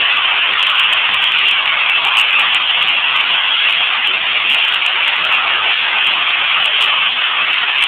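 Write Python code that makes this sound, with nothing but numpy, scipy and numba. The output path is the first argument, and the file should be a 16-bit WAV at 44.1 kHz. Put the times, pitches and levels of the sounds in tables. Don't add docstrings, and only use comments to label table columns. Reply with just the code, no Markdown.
import sys
import numpy as np
from scipy import signal
from scipy.fft import irfft, next_fast_len
from scipy.io import wavfile
from scipy.ndimage import uniform_filter1d, minimum_filter1d
from numba import njit

SR = 44100
rng = np.random.default_rng(int(sys.argv[2]) if len(sys.argv) > 2 else 0)


def inscribe(sig):
    pcm = np.round(np.clip(np.atleast_2d(sig).T, -1, 1) * 32767)
    wavfile.write(sys.argv[1], SR, pcm.astype(np.int16))


def gain_from_db(level_db):
    decades = np.asarray(level_db, float) / 20
    return 10 ** decades


N = 347461

# time [s], hiss level [dB], far dull share of the fall [dB],
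# bright ring of the paving [Hz].
STORM = [(0, -14, -9.5, 2820), (.7, -14.5, -6.5, 2930), (1.3, -15.5, -7.5, 2744), (1.38, -13.5, -12, 2950),
         (1.55, -15, -9, 2810), (2.45, -15, -5, 2720), (2.65, -14.5, -9.5, 2820), (3.1, -15.5, -7, 2860),
         (3.55, -14.5, -9, 2875), (4., -15, -8, 2830), (4.75, -14.5, -11, 2857), (4.9, -16, -7, 2773),
         (5.15, -13.5, -9.5, 2750), (5.56, -16, -2.5, 2730), (5.65, -14.5, -8, 2710), (6.45, -15, -8, 2740),
         (7.05, -15.5, -8, 3000), (7.7, -15, -9.5, 2930)]
# frequency [Hz], gain [dB].
MICROPHONE_TONE = [(12, -60), (20, -25.5), (33, -29), (124, -28), (277, -27), (528, -21), (616, -17.5),
                   (674, -15.5), (941, -10), (1180, -6), (1790, -9.5), (2400, -4), (2680, 1), (3350, -3.5),
                   (4090, -32), (5320, -58.5), (9000, -120)]
# time [s], thump [dB].
GUSTS = [(.01, 0.5), (.55, 1), (1.14, 5.5), (1.35, 4.5), (1.62, 2), (2.02, 5.5), (2.47, 3.5), (2.82, 7.5),
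         (3.04, 1.5), (4.07, 5), (4.479, 2), (5.48, 4.5), (5.6, -1), (5.89, 0.5), (6.22, 2.5), (6.412, 4.5),
         (6.65, 0), (7.1, 6.5), (7.43, 3), (7.82, 1)]
# time [s], crackle [dB].
HARD_STONES = [(.6282, -18), (.669, -27), (.7965, -22.5), (.8, -23.5), (.928, -27), (.9344, -19.5),
               (1.1448, -24.5), (1.2422, -22.5), (1.4852, -25.5), (1.5125, -22.5), (1.8985, -25.5),
               (2.0508, -23), (2.3966, -19.5), (2.5472, -12), (2.8271, -28), (4.0742, -27.5),
               (4.501, -26.5), (4.5474, -20.5), (4.7448, -27.5), (4.8639, -18), (5.0805, -24),
               (5.251, -26.5), (6.0714, -25.5), (6.6587, -17.5), (6.8096, -26), (6.8178, -22),
               (6.825, -13.5), (6.8422, -25), (7.8253, -18.5), (7.839, -8)]
# time [s], crackle [dB].
VOLLEY = [
    (2.1715, -17.5),
    (2.181, -22),
    (2.1843, -23),
    (2.1888, -12.5),
    (2.1962, -25),
    (2.199, -16.5),
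    (2.2084, -29),
    (2.2133, -22),
    (2.217, -27.5),
]
# time [s], crackle [dB].
LONE_STONES = [(0.1725, -35), (0.3135, -44), (.537, -42), (0.5959, -32.5), (.7021, -30), (1.2266, -32.5),
               (1.321, -34.5), (1.3881, -36), (1.6581, -37), (1.6778, -48), (2.0732, -31), (2.0878, -36.5),
               (2.3078, -37), (2.33, -38), (2.418, -36), (2.7102, -55.5), (3.3421, -46), (3.936, -53.5),
               (4.586, -33.5), (4.6507, -31.5), (5.165, -41), (5.349, -32.5), (6.0465, -35.5),
               (6.1383, -43.5), (6.293, -38.5), (6.545, -41), (6.6449, -32.5), (6.884, -42.5),
               (7.2411, -57.5), (3.0838, -55.5)]
# start [s], length [s], gap between stones [s], crackle [dB].
FLURRIES = [(.638, .002, .026, -38), (0.6974, .024, .0195, -39.5), (.757, .03, 0.025, -42.5),
            (.832, .016, .006, -41.5), (1.22, .06, .05, -42.5), (1.349, .045, 0.044, -43),
            (1.459, .032, .027, -42), (2.138, .075, .017, -46.5), (2.406, .008, .005, -39),
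            (2.875, .028, .008, -43), (3.165, .014, .01, -40), (3.207, .007, 0.0036, -39),
            (3.697, .034, .0135, -31.5), (4.51, .038, .007, -33), (4.683, .01, .0066, -35.5),
            (4.724, .018, .013, -37), (4.76, .002, .03, -54.5), (4.822, .07, .028, -47),
            (5.032, .024, 0.018, -42.5), (5.093, .002, .03, -53.5), (5.317, .022, 0.0082, -43),
            (6.627, .035, .027, -50.5), (6.828, .036, .011, -33), (7.532, .016, 0.012, -40.5),
            (7.586, .002, .03, -54.5), (7.785, .055, .022, -36.5)]

CEILING = .712
LINK_SR, BLOCK = 8000, 40
FRAMES = dict(nperseg=128, noverlap=96)

MIDDLE_HZ, MIDDLE_WANDER_HZ = 2690, 37
UPPER_HZ, UPPER_WANDER_HZ = 3400, 60
LOWER_HZ, LOWER_WANDER_HZ = 1400, 52
WANDER_PER_S, LEVEL_WANDER_DB, LOWER_WANDER_DB, RUMBLE_WANDER_DB = 16, .3, .8, 1.4
RUMBLE_FOLLOWS, MIDDLE_FOLLOWS = .27, .4
SURGE_DB, SURGE_S, SURGE_SLOPE = .5, .035, .4
GUST_S = .043

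RING_MS, VOLLEY_RING_MS, HARD_RING_MS, RING_SPREAD_HZ = 1.3, 2.2, 1.05, 44
GAP_JITTER, FLURRY_SPREAD_DB = .15, 1
GRAZE_DB, GRAZE_SPREAD_DB, GRAZE_WITHIN_S = -60, 4.5, .01


def evened(x):
    return x / np.sqrt(np.mean(x ** 2) + 1e-20)


def wander(t):
    knots = rng.standard_normal(200)
    return evened(np.interp(t * WANDER_PER_S, np.arange(len(knots)), knots))


@njit
def repeat(pulses, lags, shares, gains, block):
    out = pulses.copy()
    for b in range(5, len(lags)):
        a = b * block
        end = a + block
        for i in range(a, end):
            out[i] = out[i - lags[b]]
        old = np.sqrt(np.mean(out[a:end] ** 2)) + 1e-9
        fresh = np.sqrt(1 - shares[b] ** 2) * pulses[a:end]
        out[a:end] = gains[b] * (shares[b] * out[a:end] / old + fresh)
    return out


def patter(blocks, density=.2, flicker_db=1.48):
    count = blocks * BLOCK
    signs = rng.choice([-1., 1.], count)
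    pulses = signs * (rng.random(count) < density) / np.sqrt(density)
    lags = rng.integers(20, 144, blocks)
    shares = np.clip(.87 + .07 * rng.standard_normal(blocks), 0, .96)
    gains = gain_from_db(flicker_db * rng.standard_normal(blocks))
    return repeat(pulses, lags, shares, gains, BLOCK)


def gust_thumps(t):
    return sum(db * np.exp(-.5 * ((t - s) / GUST_S) ** 2) for s, db in GUSTS)


def controls(t, stones):
    times, *curves = np.transpose(STORM)
    steady_db, far_db, ring_hz = (np.interp(t, times, curve) for curve in curves)
    closeness = np.exp(-.5 * ((t - stones[:, :1]) / SURGE_S) ** 2)
    near = gain_from_db(SURGE_SLOPE * (stones[:, 1:2] + 18.5)) * closeness
    bright_db = SURGE_DB * np.log(1 + near.sum(0)) + LEVEL_WANDER_DB * wander(t)
    bright_db = bright_db - bright_db.mean()
    middle = MIDDLE_HZ + MIDDLE_WANDER_HZ * wander(t)
    upper = UPPER_HZ + UPPER_WANDER_HZ * wander(t)
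    lower = LOWER_HZ + LOWER_WANDER_HZ * wander(t)
    middle = middle + MIDDLE_FOLLOWS * (ring_hz - ring_hz.mean())
    lower_rel_db = far_db - bright_db + LOWER_WANDER_DB * wander(t)
    rumble_rel_db = RUMBLE_FOLLOWS * far_db - bright_db + RUMBLE_WANDER_DB * wander(t)
    rumble_rel_db = rumble_rel_db + gust_thumps(t)
    return steady_db + bright_db, middle, upper, lower_rel_db, lower, rumble_rel_db


def drifting(x, stones, split_hz=1900, rumble_hz=480, patchy_db=1.68):
    hz, t, z = signal.stft(x, LINK_SR, **FRAMES)
    level_db, middle, upper, lower_rel_db, lower, rumble_rel_db = controls(t, stones)
    hz = hz[:, None]
    low_side = 1 / (1 + (hz / split_hz) ** 8)
    rumble_side = 1 / (1 + (hz / rumble_hz) ** 6)
    field_db = level_db + (low_side - rumble_side) * (lower_rel_db - lower_rel_db.mean())
    field_db += rumble_side * (rumble_rel_db - rumble_rel_db.mean())
    for centre, db, width in ((upper, 5, 160), (middle, 5, 180), (lower, 3, 280)):
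        bump_db = db * np.exp(-.5 * ((hz - centre) / width) ** 2)
        field_db = field_db + bump_db - bump_db.mean(1, keepdims=True)
    patches = rng.standard_normal(z.shape[::-1]).T
    patches = uniform_filter1d(patches, size=4, axis=0)
    patches = uniform_filter1d(patches, size=7, axis=1)
    shaped = z * gain_from_db(field_db + patchy_db * evened(patches))
    return signal.istft(shaped, LINK_SR, **FRAMES)[1][:len(x)]


def upsampled(x):
    size = len(x) * SR // LINK_SR
    hz = np.fft.rfftfreq(size, 1 / SR)
    tone_hz, tone_db = np.transpose(MICROPHONE_TONE)
    gain = gain_from_db(np.interp(np.log(hz + 1), np.log(tone_hz + 1), tone_db))
    band = (hz > 2000) & (hz < 3800)
    gain /= np.sqrt(2 * np.sum(gain[band] ** 2) / len(x))
    images = np.resize(np.fft.fft(x), len(hz))
    return irfft(images * gain, size)[:N] * size / len(x)


def held_down(x, top):
    envelope = abs(signal.hilbert(x, next_fast_len(N))[:N])
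    gain = np.minimum(1, top / (envelope + 1e-9))
    gain = minimum_filter1d(gain, size=81)
    return x * uniform_filter1d(uniform_filter1d(gain, size=41), size=41)


def flurry_stones():
    rows = []
    for start, length, gap, db in FLURRIES:
        place, size = rng.uniform(-1, 1, (2, 8))
        for step, p, q in zip(gap * np.arange(8), place, size):
            if step <= length:
                late = GAP_JITTER * gap * p * (step > 0)
                rows.append((start + step + late, db + FLURRY_SPREAD_DB * q, RING_MS))
    return rows


def near_stones():
    rows = [(s, db, RING_MS) for s, db in LONE_STONES]
    rows += [(s, db, HARD_RING_MS) for s, db in HARD_STONES]
    rows += [(s, db, VOLLEY_RING_MS) for s, db in VOLLEY]
    rows += flurry_stones()
    grazes = rng.uniform(-1, 1, (len(HARD_STONES), 2))
    rows += [(s + GRAZE_WITHIN_S * p, GRAZE_DB + GRAZE_SPREAD_DB * q, RING_MS)
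             for (s, _), (p, q) in zip(HARD_STONES, grazes)]
    s, crackle_db, ms = np.transpose(rows)
    spread = rng.standard_normal(256)[:len(s)]
    ring_hz = np.interp(s, *np.transpose(STORM)[[0, -1]]) + RING_SPREAD_HZ * spread
    return np.transpose([s, crackle_db, ring_hz, ms])[np.argsort(crackle_db)]


def with_stones(wash, stones, excess=.33, split_hz=2100):
    low = signal.oaconvolve(wash, signal.firwin(201, split_hz, fs=SR), "same")
    out = wash.copy()
    for s, crackle_db, ring_hz, ms in stones:
        half = max(ms, .5)
        t = np.arange(-half, half, 1000 / SR) / 1000
        at = round((s + t[0]) * SR) + np.arange(len(t))
        shape = np.cos(np.pi * t / (2 * -t[0])) ** 2
        ring = CEILING * rng.choice([-1, 1]) * np.cos(2 * np.pi * ring_hz * t)
        struck = (1 - shape) * out[at] + shape * (low[at] + ring)
        height = CEILING * (1 + excess * gain_from_db((crackle_db + 20) * .7))
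        lift = height / np.max(abs(struck) * shape ** .25)
        out[at] = struck * (1 + shape * (lift - 1))
    return out


def scene():
    stones = near_stones()
    blocks = 2 * (N * LINK_SR // SR // BLOCK // 2 + 1)
    hiss = drifting(evened(patter(blocks)), stones)
    wash = upsampled(hiss) * gain_from_db(-.21)
    return with_stones(held_down(wash, .67), stones)[None]


def top_cut(x):
    return signal.sosfilt(signal.butter(12, 15870, fs=SR, output="sos"), x)


def record(dry):
    band_edge = signal.firwin(401, 4560, window=("kaiser", 8), fs=SR)
    narrow = signal.oaconvolve(dry, band_edge[None], "same")
    return top_cut(np.clip(narrow, -CEILING, CEILING))


dry = scene()
out = record(dry)
inscribe(out)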